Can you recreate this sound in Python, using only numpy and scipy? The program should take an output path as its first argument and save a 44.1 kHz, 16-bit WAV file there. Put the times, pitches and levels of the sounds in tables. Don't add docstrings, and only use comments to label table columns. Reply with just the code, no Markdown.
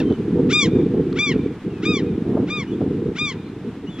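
import sys
import numpy as np
from scipy import signal
from scipy.fft import rfft, irfft
from scipy.io import wavfile
from scipy.ndimage import uniform_filter1d

SR = 44100
rng = np.random.default_rng(int(sys.argv[2]) if len(sys.argv) > 2 else 0)


def wrap_up_sound(samples):
    columns = np.atleast_2d(samples).T
    tamed = np.clip(columns, -1, 1)
    steps = np.round(tamed * 32767).astype(np.int16)
    wavfile.write(sys.argv[1], SR, steps)


N = 176400
T = np.arange(N) / SR

# f/Hz, gain/dB
THROAT_RESPONSE = [(600, -20), (1000, -3), (1230, -2), (1550, -2.5), (2000, -4), (2450, -2), (2950, -7.5),
                   (3650, -5.5), (4250, -14), (4900, -19), (5600, -12.5), (5980, -20), (6170, -34.5),
                   (6600, -14.5), (7350, -27.5), (7900, -29.5), (8600, -37), (9400, -60), (11000, -52.5),
                   (12300, -50.5), (13500, -51), (16000, -78.5)]
LOW_START_HZ, LOW_END_HZ, LOW_S = 576.6, 815, .032
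BREAK_S, ROUGH_S, CATCH_S, CATCH_DB = .0026, .0034, .004, 5
SCOOP_HZ, WAVER_HZ = 68.4, 3.9
SAG_HZ, SAG_DB, DROP_HZ, DROP_DB = 211.5, 6, 165, 14.5

def honk(t, rise, fall, crest_hz, db, bright_db, low_db, fundamental_db):
    early = np.maximum(-t / LOW_S, 0)
    below_crest = np.clip(1 - t / rise, 0, 1)
    falling = np.maximum((t - rise) / fall, 0)
    drop = np.minimum(falling, 1) ** 6 + 4 * np.maximum(falling - 1, 0)
    upper = .5 + .5 * np.tanh(t / BREAK_S)
    low_hz = LOW_END_HZ - (LOW_END_HZ - LOW_START_HZ) * early
    high_hz = crest_hz - SCOOP_HZ * below_crest ** 1.6 - SAG_HZ * falling ** 1.3 - DROP_HZ * drop
    high_hz += WAVER_HZ * drift(52, len(t))
    jitter = .0004 + .078 * np.exp(-(t / ROUGH_S) ** 2) + .0026 * (falling ** 2 + 1 - upper)
    hz = np.maximum(low_hz + upper * (high_hz - low_hz), 300)
    phase = 2 * np.pi * np.cumsum(hz * (1 + jitter * drift(500, len(t)))) / SR
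    effort_db = (1 - upper) * low_db - SAG_DB * falling
    envelope_db = -18.5 * early ** 3 - CATCH_DB * np.exp(-(t / CATCH_S) ** 2) - DROP_DB * drop
    tilt = bright_db - 2.5 * (drop + early ** 2)
    voice = 0
    for k in range(1, 13):
        if k == 1:
            source_db = fundamental_db + .23 * effort_db
        else:
            source_db = db + effort_db + tilt * np.maximum(np.log2(k * hz / (2 * crest_hz)), 0)
        flutter_db = (.72 + 2.5 * falling) * drift(71, len(t))
        voice += from_db(source_db + at_hz(THROAT_RESPONSE, k * hz) + flutter_db) * np.sin(k * phase)
    rasp = 1 + from_db(-43) * drift(900, len(t))
    return from_db(envelope_db) * voice * rasp

# break t/s, rise/s, fall/s, crest f/Hz, overtone level/dB, tilt/(dB per octave),
# low-register gain/dB, fundamental level/dB
SWAN_CALLS = [(-.142, 0.04, 0.11, 1242, -13.5, 1, -9, -33), (0.526, 0.05, 0.092, 1233, -15, 3, -10, -28.5),
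              (1.186, 0.053, 0.093, 1213, -17, -2.5, -13.5, -33.5),
              (1.851, .057, 0.098, 1250, -21.5, -0.5, -11.5, -31.5),
              (2.499, .054, 0.089, 1235, -24.5, -2.5, -12.5, -32),
              (3.183, .052, .098, 1231, -21, -.5, -11, -33.5), (4.012, .048, .1, 1230, -23, -3, -10.5, -31)]

def swan():
    out = np.zeros(N)
    for break_s, rise, fall, *voicing in SWAN_CALLS:
        on = (T > break_s - 2 * LOW_S) & (T < break_s + rise + 1.4 * fall)
        out[on] += honk(T[on] - break_s, rise, fall, *voicing)
    return out * trapezoid(0, T[-1], edge_s=.003)

# t/s, duration/s, start f/Hz, end f/Hz, level/dB
CYGNET_PEEPS = [(0.052, 0.11, 3174, 2990, -48.5), (1.69, .125, 2880, 2430, -53),
                (2.664, 0.058, 2880, 2980, -49), (2.711, 0.041, 3540, 3280, -48.5),
                (3.443, .065, 4080, 4090, -59.5), (3.865, 0.041, 2780, 3040, -43),
                (3.894, 0.094, 3580, 3300, -46)]

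def cygnets():
    out = np.zeros(N)
    waver = 1 + .009 * drift(200)
    for start, length, start_hz, end_hz, db in CYGNET_PEEPS:
        hz = start_hz + (end_hz - start_hz) * np.clip((T - start) / length, 0, 1) ** .8
        phase = 2 * np.pi * np.cumsum(hz * waver) / SR
        whistle = np.sin(phase) + from_db(-19.5) * np.sin(2 * phase)
        out += from_db(db) * trapezoid(start, start + length, edge_s=.011) * whistle
    return out

# t/s, level/dB
TICK_ONSETS = [(0.102, -29), (.125, -28), (1.128, -20.5)]
# f/Hz, gain/dB
TICK_RESPONSE = [(600, -18), (1300, 13), (2100, -16.5), (3200, 1), (4200, -6), (5200, -19), (15000, -52)]

def ticks():
    bursts = sum(from_db(db) * decay(start, tau_s=.002) for start, db in TICK_ONSETS)
    return colour(rng.standard_normal(N) * bursts, TICK_RESPONSE)

# delay t/s, level/dB
REED_REFLECTIONS = [(0.0107, -13), (0.025, -20.5)]
# delay t/s, decay time/s, relative level/dB
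SCATTER_TAILS = [(.003, .014, -29), (0.021, .12, -30), (0.159, 0.068, -31.5)]
# f/Hz, gain/dB
SCATTER_RESPONSE = [(500, 0), (2400, 2), (3600, -2), (5000, -7.5), (12000, -9.5)]
# f/Hz, gain/dB
TREBLE_LIFT = [(1100, .3), (2400, 2.8), (3600, 2.7), (5500, 5.3), (9000, 2)]
LEFT_LAG_S = .00004

def marsh(calls):
    near = calls + sum(from_db(db) * np.interp(T - lag, T, calls, left=0) for lag, db in REED_REFLECTIONS)
    left = colour(np.interp(T - LEFT_LAG_S, T, near), TREBLE_LIFT, share=.86)
    right = colour(near, TREBLE_LIFT, share=.092)
    tails = sum(from_db(db) * decay(lag, tau) * np.sqrt(2 / (tau * SR)) for lag, tau, db in SCATTER_TAILS)
    scatter = diffuse([(20, .011), (20000, .0036)])
    impulse_response = colour(scatter, SCATTER_RESPONSE) * tails
    return np.array([left, right]) + signal.fftconvolve(near[None], impulse_response, axes=1)[:, :N]

# t/s, relative level/dB
GUSTS = [(0.0, -18), (0.07, -18.5), (0.12, -14.5), (0.15, -30.5), (0.2, -20), (0.24, -24.5), (0.34, -17),
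         (0.48, -16), (0.6, -27), (0.67, -14.5), (0.71, -20), (0.76, -14.5), (0.92, -20.5), (1.0, -15),
         (1.02, -20.5), (1.19, -21.5), (1.24, -32.5), (1.3, -18.5), (1.36, -17.5), (1.43, -23), (1.45, -19),
         (1.63, -38), (1.65, -21.5), (1.69, -23), (1.77, -28.5), (1.92, -15.5), (1.96, -24.5), (1.98, -19),
         (2.27, -23), (2.28, -19.5), (2.42, -18), (2.54, -29), (2.6, -23.5), (2.67, -29.5), (2.73, -20),
         (2.78, -24.5), (2.81, -19), (3.05, -23), (3.07, -19), (3.19, -33), (3.23, -23.5), (3.29, -33.5),
         (3.36, -26), (3.4, -30), (3.64, -30), (3.68, -22.5), (3.72, -33), (3.9, -26.5), (3.92, -36),
         (4.0, -26.5)]
# f/Hz, relative level/dB
EDDY_SPECTRUM = [(20, -36.5), (50, -14), (90, -4.5), (160, 0.5), (270, 2.5), (400, -2), (485, -5),
                 (525, -28.5), (800, -36.5), (1500, -46), (5000, -82.5)]
# f/Hz, side level re mid/dB
EDDY_WIDTH = [(100, -53), (180, -43.5), (300, -30.5), (480, -22), (900, -1.5)]
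# peak t/s, half duration/s, relative level/dB
HARD_BUFFETS = [(.01, 0.012, -32.5), (0.12, 0.017, -41.5), (0.389, 0.019, -31), (.79, 0.027, -40),
                (0.958, .02, -38), (2.37, 0.12, -37), (2.377, 0.0072, -25.5), (2.816, .009, -31),
                (2.86, 0.033, -46)]
# f/Hz, relative level/dB
SPLUTTER_SPECTRUM = [(200, -32), (540, 4), (800, -3), (1100, -13), (1600, -25.5), (4000, -57)]
LUMP_DB, SPLIT_HZ, USUAL_GUST_DB, RIGHT_BIAS_DB, LOW_CUT_HZ = 3, 368, -21.5, 1.7, 56

def wind():
    gust_db = np.interp(T, *np.transpose(GUSTS))
    lumps = rms_one(from_db(LUMP_DB * np.clip(drift(54.4), -2, 2)))
    mid, side = noise(EDDY_SPECTRUM), colour(noise(EDDY_SPECTRUM), EDDY_WIDTH)
    eddies = np.array([mid + side, mid - side]) * lumps
    eddies /= np.sqrt(uniform_filter1d(eddies[0] ** 2, size=2200))
    deep = signal.sosfiltfilt(signal.butter(2, SPLIT_HZ, fs=SR, output="sos"), eddies)
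    bright_db = .77 * (gust_db - USUAL_GUST_DB) + RIGHT_BIAS_DB * np.array([[-.5], [.5]])
    rumble = from_db(gust_db - .5) * (deep + (eddies - deep) * from_db(bright_db))
    buffets = sum(from_db(db) * np.exp(-((T - peak) / half) ** 2) for peak, half, db in HARD_BUFFETS)
    splutter = diffuse(SPLUTTER_SPECTRUM) * np.sqrt(lumps) * buffets
    return signal.sosfilt(signal.butter(2, LOW_CUT_HZ, "high", fs=SR, output="sos"), rumble + splutter)

# f/Hz, relative level/dB
GRASS_SPECTRUM = [(30, 7.5), (300, 2), (600, 3.5), (1000, 1.5), (1600, -1.5), (2500, -6), (3600, -10),
                  (4400, -17), (7000, -24), (9500, -29.5), (13000, -37.5), (15500, -38.5)]
GRASS_DB, GRASS_FADE_DB_PER_S = -43.5, .5

def grass():
    return from_db(GRASS_DB - GRASS_FADE_DB_PER_S * T + .52 * drift(14)) * diffuse(GRASS_SPECTRUM)

# f/Hz, side level re mid/dB
DIFFUSE_WIDTH = [(100, -31.5), (500, -26), (1200, -21.5), (2500, -10), (4500, -2), (10000, 1)]

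def diffuse(spectrum):
    mid, side = noise(spectrum), colour(noise(spectrum), DIFFUSE_WIDTH)
    return np.array([mid + side, mid - side])

def noise(spectrum):
    return rms_one(colour(rng.standard_normal(N), spectrum))

def drift(rate_hz, size=N):
    hz = np.fft.rfftfreq(size, 1 / SR)
    return rms_one(irfft(rfft(rng.standard_normal(size)) / (1 + (hz / rate_hz) ** 4), size))

def colour(x, spectrum, share=1):
    return irfft(rfft(x) * from_db(share * at_hz(spectrum, np.fft.rfftfreq(N, 1 / SR))), N)

def at_hz(spectrum, hz):
    f, db = np.transpose(spectrum)
    return np.interp(np.log(np.maximum(hz, 1)), np.log(f), db)

def decay(start, tau_s):
    return (T > start) * np.exp(-np.abs(T - start) / tau_s)

def trapezoid(start, end, edge_s):
    return np.clip(np.minimum(T - start, end - T) / edge_s, 0, 1)

def from_db(db):
    return 10 ** (np.asarray(db) / 20)

def rms_one(x):
    return x / np.sqrt(np.mean(x ** 2) + 1e-20)

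def scene():
    return marsh(swan() + cygnets()) + ticks() + wind() + grass()

STOPBAND_HZ = 15600

def record(dry):
    return signal.sosfilt(signal.cheby2(12, 70, STOPBAND_HZ, fs=SR, output="sos"), dry)

dry = scene()
out = record(dry)
wrap_up_sound(out)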